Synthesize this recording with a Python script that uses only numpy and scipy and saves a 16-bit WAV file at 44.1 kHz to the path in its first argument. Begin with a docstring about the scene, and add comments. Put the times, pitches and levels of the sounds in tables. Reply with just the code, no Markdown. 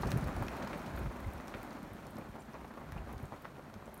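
"""Strings of small cloth flags in a strong wind, heard on one microphone beside a covered porch.
At first gusts buffet the microphone and the flags flap hard: each flap is a snap and a quick run of
cloth pops, with crisp ticks on top, and the porch throws them back. More gusts hit around 1 s.
Then the rush in the trees behind eases and the flaps soften. Lighter gusts thump in near 3 s,
and the flags flutter on to the end."""
import sys
import numpy as np
from scipy import signal
from scipy.fft import rfft, irfft
from scipy.io import wavfile
from scipy.ndimage import uniform_filter1d

SR = 44100
rng = np.random.default_rng(int(sys.argv[2]) if len(sys.argv) > 2 else 0)


def store_pcm(level_fs):
    """Save levels as 16-bit WAV."""
    pcm = np.round(np.clip(level_fs, -1, 1) * 32767).astype(np.int16)
    wavfile.write(sys.argv[1], SR, np.atleast_2d(pcm).T)


N = 176400
TIME = np.arange(N) / SR
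CLOTH_RISE_S = 0.0003


# Spectrum of one pop of cloth (frequency over pitch [ratio], level [dB])
POP_SPECTRUM = [(.03, -18), (.2, -2), (.5, -2), (1, -2.5), (1.4, -9.5), (2, -16.5), (3, -28.5), (6, -40),
                (40, -57)]
# Loud flaps in the foreground (time [s], snap level [dB], ruffle level [dB], pitch [Hz], decay [s])
LOUD_FLAPS = [(0.0335, -26, -31.5, 1100, 0.008), (0.1175, -26, -40, 1900, 0.008),
              (0.16, -32, -38, 280, 0.015), (0.283, -34, -42, 1300, 0.009), (0.365, -38, -44, 1100, 0.02),
              (0.414, -31, -35, 220, 0.012), (0.424, -29, -37, 1000, 0.007), (0.483, -38, -49, 2200, 0.008),
              (0.535, -37, -44, 1200, 0.02), (0.6, -38, -43.5, 900, 0.02), (0.622, -35, -44, 1500, 0.01),
              (0.672, -33, -42.5, 1400, 0.012), (0.731, -32, -41.5, 2000, 0.011),
              (0.76, -37, -43.5, 500, 0.02), (0.96, -39, -45, 800, 0.015), (0.975, -36, -43, 1500, 0.015),
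              (1.06, -35, -44, 1300, 0.008), (1.401, -35, -44, 1200, 0.006), (1.483, -39, -48, 1400, 0.008),
              (1.5405, -29, -39, 1800, 0.007), (1.548, -38, -42, 280, 0.012),
              (1.598, -38, -42.5, 300, 0.009), (1.825, -42, -42.5, 320, 0.012),
              (1.914, -41, -43, 310, 0.016), (1.949, -42, -45, 320, 0.01), (2.062, -40, -49.0, 800, 0.02),
              (2.158, -41, -45, 260, 0.012), (2.183, -35, -44.5, 1000, 0.005),
              (2.186, -39, -41, 280, 0.014), (2.214, -39, -49, 1000, 0.012), (2.288, -39, -43, 220, 0.014),
              (2.355, -36, -46, 1000, 0.006), (2.383, -40, -48.5, 700, 0.015),
              (2.542, -38, -44.5, 1100, 0.02), (2.552, -42, -50, 1000, 0.02), (2.594, -43, -49, 750, 0.012),
              (2.645, -41, -46.5, 1100, 0.015), (2.707, -40, -45, 950, 0.008),
              (2.774, -38, -44.5, 1050, 0.017), (2.812, -42, -48, 1000, 0.012),
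              (2.9215, -36, -46, 2400, 0.003), (2.962, -38, -44.5, 900, 0.014), (3.02, -41, -50, 750, 0.01),
              (3.073, -37, -45, 700, 0.009), (3.092, -38, -45, 1000, 0.007), (3.135, -35, -42, 850, 0.007),
              (3.3225, -32, -44, 900, 0.012), (3.331, -38, -45, 1000, 0.013),
              (3.4475, -35, -44, 1350, 0.004), (3.453, -33, -40.5, 1350, 0.006),
              (3.583, -43, -47, 600, 0.012), (3.595, -38, -46.5, 900, 0.009),
              (3.699, -44, -51, 1200, 0.008), (3.7395, -43, -50, 1300, 0.008),
              (3.755, -40, -46, 220, 0.012), (3.825, -39, -46, 800, 0.007), (3.878, -38, -44.5, 600, 0.015)]
def flap(snap_db, ruffle_db, pitch_hz, decay_s, snap_lift_db=.8, size=6000):
    """A flag's free edge whips over with a snap, and the cloth ruffles after it."""
    t = np.arange(size) / SR
    ratio, db = np.transpose(POP_SPECTRUM)
    cloth = lambda hz: at_hz(np.c_[ratio * pitch_hz, db], hz)
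    snap = colour(1. * (t == 0), cloth)
    run = np.sign(pops(per_s=1500, size=size))
    ruffle = colour(run * (1 - np.exp(-t / CLOTH_RISE_S)) * np.exp(-t / decay_s), cloth)
    ruffle /= np.sqrt(2 * np.sum(ruffle ** 2) / (decay_s * SR)) + 1e-12  # starts near rms 1
    return amp(snap_lift_db + snap_db) * snap / abs(snap).max() + amp(ruffle_db) * ruffle


# Spectrum of the fluttering strings of flags (frequency [Hz], level [dB])
FLUTTER_SPECTRUM = [(30, -47), (120, 3.5), (250, 9), (450, 1), (650, 2.5), (1100, -2.5), (1700, -8),
                    (2400, -11), (3200, -27.5), (6000, -31), (16000, -67)]
def flutter(flags=4, beat_hz=8, unsteady=.25, spread_db=.5, decay_s=0.024, blur_db=-43):
    """Flags beat unevenly, each beat a run of pops; the runs merge as the wind nears blur_db."""
    wind_db = curve(WIND_STRENGTH)
    between_beats = amp(wind_db - blur_db) ** 2
    runs = np.zeros(N)
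    for _ in range(flags):
        beats = rng.random() + np.cumsum(beat_hz * np.exp(unsteady * wander(2.8))) / SR
        age_s = beats % 1 / beat_hz
        strength = amp(spread_db * (1 - 2 * rng.random(N)))[beats.astype(int)]
        runs += np.sign(pops(per_s=600, size=N)) * strength * (between_beats + np.exp(-age_s / decay_s))
    return unit(steadied(shaped(runs, FLUTTER_SPECTRUM), window_s=0.15)) * amp(wind_db - 3)


# Flicked hems along the strings (time [s], level [dB], pitch [Hz])
HEM_FLICKS = [(0.483, -41, 2620), (.734, -41, 2290), (1.246, -42.5, 2090), (2.21, -52, 2440),
              (2.224, -56, 2650), (2.977, -47, 2530), (2.982, -47.5, 2800)]
def hem_flick(level_db, pitch_hz, decay_s=0.0029, sag_per_s=3, rough=0.13, size=2000):
    """A taut hem rings for a moment, its pitch sagging as it slackens."""
    t = np.arange(size) / SR
    grain = unit(uniform_filter1d(rng.standard_normal(size), size=40))
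    ring = np.sin(2 * np.pi * np.cumsum(pitch_hz * np.exp(-sag_per_s * t)) / SR)
    envelope = (1 - np.exp(-t / CLOTH_RISE_S)) * np.exp(-t / decay_s)
    return amp(level_db) * ring * (1 + rough * grain) * envelope


# Crisp ticks on top of the flaps (time [s], level [dB], centre [Hz], width [octaves], decay [s])
CRISP_TICKS = [(.012, -41, 12000, .4, .006), (.02, -39, 4500, .8, .008), (.07, -40, 5000, 1, .008),
               (.105, -37, 5500, 1.1, .005), (.1178, -26, 3900, .7, .0004), (.1745, -35, 10000, .45, .0025),
               (.211, -43, 5000, .9, .003), (.242, -41, 5500, .9, .003), (.274, -43, 10000, .7, .005),
               (.424, -44, 12000, .6, .008), (.467, -40, 5000, .7, .001), (.483, -36, 4200, .7, .0012),
               (.568, -39, 8000, .9, .0015), (.625, -42, 4200, .6, .005), (.674, -38, 3400, .9, .004),
               (.775, -46, 11000, .7, .012), (.862, -42, 3200, .8, .014), (.963, -44, 12000, .4, .002),
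               (.983, -42, 13000, .3, .001), (.99, -44, 10000, .9, .005), (1.204, -46, 9000, 1, .002),
               (1.2725, -43, 11000, .9, .001), (1.335, -42, 11000, .5, .0015),
               (1.474, -41, 6000, 1.1, .0006), (1.4805, -38, 6000, 1, .0008),
               (1.631, -38, 10000, 1.1, .0012), (1.707, -42, 5000, .6, .001), (1.829, -47, 9500, .8, .004),
               (1.934, -42, 12000, .35, .0015), (2.067, -43, 5500, 1, .003), (2.105, -50, 11000, .6, .006),
               (2.157, -47, 11000, .6, .0015), (2.168, -47, 5000, .6, .002),
               (2.185, -43, 10500, .35, .0012), (2.398, -53, 7400, .035, .013),
               (2.406, -49, 8700, .2, .003), (2.542, -44, 4000, .6, .001), (2.9215, -39, 4500, 2, .0014),
               (3.127, -44, 11500, .6, .003), (3.18, -47, 4500, .7, .002), (3.228, -48, 11500, .4, .004),
               (3.255, -47, 8500, .5, .002), (3.421, -47, 13000, .6, .004), (3.7405, -42, 4300, 1, .0013),
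               (3.858, -48, 7700, .2, .002), (3.9425, -35, 11300, .18, .001),
               (3.977, -43, 10300, .18, .0012)]
def tick(level_db, centre_hz, octaves, decay_s, trim_db=-3, size=4096):
    """A very short burst of noise in one treble band."""
    burst = rng.standard_normal(size) * np.exp(-np.arange(size) / SR / decay_s)
    off_centre = lambda hz: np.log2((hz + 1) / centre_hz) / octaves
    burst = colour(burst, lambda hz: -20 * np.log10(1 + off_centre(hz) ** 2).clip(0, 3))
    return amp(level_db + trim_db) * burst / abs(burst).max()


# Spectrum of creasing cloth (frequency [Hz], level [dB])
CRINKLE_SPECTRUM = [(500, -43), (2500, 20), (4000, 2), (6000, 10), (7400, -4), (9400, 7), (10400, 8),
                    (12000, -3), (16000, 5)]
def crinkle(grain_s=0.0012, follow=0.94, under_wind_db=20, size=600):
    """Creasing cloth crackles faintly in clumps, fading with the wind."""
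    clumps = amp(2 * wander(20))
    creases = pops(per_s=340, size=N) * clumps
    power = signal.fftconvolve(creases ** 2, np.exp(-2 * np.arange(size) / SR / grain_s))[:N]
    crackle = shaped(np.sqrt(abs(power)) * rng.standard_normal(N), CRINKLE_SPECTRUM)
    wind_db = curve(WIND_STRENGTH)
    return crackle * amp(wind_db.mean() - under_wind_db + follow * (wind_db - wind_db.mean()))


# Reverberation under the porch roof (frequency [Hz], time to fall 60 dB [s])
PORCH_DECAY = [(100, 0.56), (1000, 0.18), (4000, 0.24), (15000, 0.28)]
def porch(x, wet_db, gap_s=.003):
    """Adds sparse reflections from the nearby roof, wall and deck; the bass lingers longest."""
    size = 16384
    reflections = pops(per_s=2500, size=size) * (np.arange(size) > gap_s * SR)
    hz, t, bands = signal.stft(reflections, SR, nperseg=256)
    tail = signal.istft(bands * amp(-60 * t / at_hz(PORCH_DECAY, hz)[:, None]), SR)[1]
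    return x + amp(wet_db) * signal.fftconvolve(x, tail / np.linalg.norm(tail))[:N]


# Gusts right on the microphone (time [s], deep rumble level [dB], upper rumble over deep [dB])
MIC_GUSTS = [(0, -35, -3), (.04, -44, -17), (0.061, -33.5, 3), (.1, -50, 10), (.13, -46.5, 11),
             (0.169, -35.5, 2.5), (.2, -42, -15), (.24, -35, -4), (.3, -44, 0), (.33, -61, -14),
             (.36, -35.5, -14), (.39, -40.5, -10), (0.419, -46.5, 13.5), (.46, -49.5, -18),
             (.8, -56.5, -11), (.9, -55.5, 8.5), (.97, -43, -12.5), (1.01, -39.5, -7), (1.07, -41, -3.5),
             (1.13, -54, 0), (1.21, -51, -32), (1.275, -34, -33), (1.32, -57, -17), (1.35, -43, -32),
             (1.42, -62, -4.5), (2.2, -59.5, 1.5), (2.5, -62, -22), (2.63, -54.5, -12), (2.72, -66, -13),
             (2.87, -54, 2), (2.92, -55, -4), (2.965, -46, -6), (3.06, -49, -15), (3.15, -51, -5),
             (3.2, -58, -11), (3.24, -49.5, 3), (3.28, -59.5, -8), (3.5, -69, 10), (3.74, -64.5, 5),
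             (4, -61, -22)]
# Spectra of the deep and the upper rumble (frequency [Hz], level [dB])
DEEP_RUMBLE = [(18, -50), (30, -38), (45, 0.5), (70, 5.5), (95, -5), (140, -27), (300, -32), (2000, -102)]
UPPER_RUMBLE = [(40, -31.5), (90, -0.5), (140, 4.5), (185, -5.5), (280, -14), (600, -16), (2000, -81)]
def buffet(window_s=0.022):
    """Turbulence at the microphone: two rumbles whose balance shifts from gust to gust."""
    s, deep_db, upper_db = np.transpose(MIC_GUSTS)
    deep = steadied(shaped(rng.standard_normal(N), DEEP_RUMBLE), window_s)
    upper = steadied(shaped(rng.standard_normal(N), UPPER_RUMBLE), window_s)
    return amp(np.interp(TIME, s, deep_db)) * (deep + amp(np.interp(TIME, s, upper_db)) * upper)


# Single thumps of air on the microphone (time [s], level [dB], pitch [Hz])
MIC_THUMPS = [(0.055, -27, 121), (0.139, -24.5, 152), (.163, -27, 132), (0.23, -24.5, 101),
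              (.417, -39, 110), (0.95, -32.5, 80), (1.051, -34, 151), (1.072, -30, 83.6), (1.271, -33, 65),
              (2.926, -36, 99), (2.964, -38, 121), (3.004, -41, 75), (3.045, -43, 84.6),
              (3.148, -37.5, 84.4), (3.166, -37.5, 89), (3.235, -36.5, 100)]
def thump(level_db, pitch_hz, half_size=2000):
    """An eddy passes the microphone: a smooth dip in pressure between two small rises."""
    phase = np.pi * pitch_hz * np.arange(-half_size, half_size) / SR
    return amp(level_db) * (2 * phase ** 2 - 1) * np.exp(-phase ** 2)


# Strength of the wind, in the trees and on the flags (time [s], level [dB])
WIND_STRENGTH = [(0, -44), (.3, -43.5), (.42, -44), (.62, -43.5), (.8, -45), (1.05, -47), (1.35, -49),
                 (1.68, -48), (1.9, -51.5), (2.2, -51.5), (2.45, -53.5), (2.8, -53), (3.2, -52),
                 (3.65, -55), (4, -54)]
# Spectra of the rush and the hiss in the trees (frequency [Hz], level [dB])
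RUSH_SPECTRUM = [(20, -6.5), (45, -0.5), (100, -15.5), (150, -1), (220, -1), (300, -5.5), (450, -7),
                 (700, -7.5), (1400, -11), (2200, -20), (3000, -31), (4300, -28.5), (4800, -33),
                 (6000, -37), (7500, -31), (16000, -97)]
HISS_SPECTRUM = [(1000, -41), (3000, 6.5), (6000, -5), (7400, -1), (9400, -2), (10400, -4.5), (11600, 1),
                 (14000, -6.5), (16000, -8)]
def wind_in_trees(rush_db=-1.16, swirl_db=1.1, hiss_db=-39, hiss_follow=0.59, shimmer_db=.9):
    """Behind the flags, a broad rush follows the wind and a fine hiss follows it less."""
    wind_db = curve(WIND_STRENGTH)
    rush = shaped(rng.standard_normal(N), RUSH_SPECTRUM)
    rush *= amp(rush_db + wind_db + swirl_db * wander(11))
    hiss = shaped(rng.standard_normal(N), HISS_SPECTRUM)
    hiss *= amp(hiss_db + hiss_follow * wind_db + shimmer_db * wander(9.6))
    return rush + hiss


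def amp(db):
    """Decibels to gain."""
    return 10 ** (np.asarray(db) / 20)


def unit(x):
    """Scales to rms 1."""
    return x / np.sqrt(np.mean(x ** 2) + 1e-20)


def curve(points):
    """A control curve at every sample."""
    return np.interp(TIME, *np.transpose(points))


def at_hz(points, hz):
    """Reads a table along a log-frequency axis."""
    f, value = np.transpose(points)
    return np.interp(np.log(hz + 1), np.log(f), value)


def add(mix, s, sound):
    """Mixes a sound in at time s."""
    part = mix[max(round(s * SR), 0):][:len(sound)]
    part += sound[:len(part)]


def colour(x, shape_db, size=4096):
    """Minimum-phase filter whose gain in dB is a function of frequency."""
    log_gain = np.log(amp(shape_db(abs(np.fft.fftfreq(size, 1 / SR)))))
    response = np.exp(np.conj(signal.hilbert(log_gain)))
    taps = np.fft.ifft(response).real[:size // 2]
    return signal.fftconvolve(x, taps)[:len(x)]


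def shaped(x, spectrum):
    """Gives x a spectrum, at rms 1."""
    return unit(colour(x, lambda hz: at_hz(spectrum, hz)))


def wander(rate_hz):
    """Random drift around a rate, at rms 1."""
    hz = np.fft.rfftfreq(N, 1 / SR)
    return unit(irfft(rfft(rng.standard_normal(N)) * hz / rate_hz * np.exp(-hz / rate_hz), N))


def pops(per_s, size):
    """Random sharp impulses of either sign."""
    return rng.standard_normal(size) * (rng.random(size) < per_s / SR)


def steadied(x, window_s):
    """Evens out the loudness of x, keeping its fine detail."""
    power = uniform_filter1d(abs(signal.hilbert(x)) ** 2 / 2, int(window_s * SR))
    return x / np.sqrt(abs(power) + 0.019)


def scene():
    """Flags and ticks with their porch reflections; the trees and the gusts arrive dry."""
    flags, ticks, air = flutter(), crinkle(), wind_in_trees() + buffet()
    for s, *row in LOUD_FLAPS:
        add(flags, s, flap(*row))
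    for s, *row in HEM_FLICKS:
        add(flags, s, hem_flick(*row))
    for s, *row in CRISP_TICKS:
        add(ticks, s, tick(*row))
    for s, *row in MIC_THUMPS:
        eddy = thump(*row)
        add(air, s - len(eddy) / 2 / SR, eddy)  # centred on its time
    return (porch(flags, wet_db=-10.5) + porch(ticks, wet_db=-8) + air)[None]


# Narrow dips in the microphone's response (frequency [Hz], width [Hz], level [dB])
RESPONSE_DIPS = [(463.7, 31, -3.5), (4930, 150, -2.5), (7590, 620, -4.5), (10670, 1000, -4)]
def record(dry, low_cut_hz=35.5, band_limit_hz=15880):
    """The microphone's low cut and colour, then the recorder's band limit."""
    low_cut = signal.butter(4, low_cut_hz, "high", fs=SR, output="sos")
    dips = lambda hz: sum(db * np.exp(-((hz - f) / width) ** 2) for f, width, db in RESPONSE_DIPS)
    band_limit = signal.firwin(511, band_limit_hz, window=("kaiser", 9), fs=SR)
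    heard = colour(signal.sosfilt(low_cut, dry[0]), dips)
    return signal.oaconvolve(heard, band_limit, "same")[None]


dry = scene()
out = record(dry)
store_pcm(out)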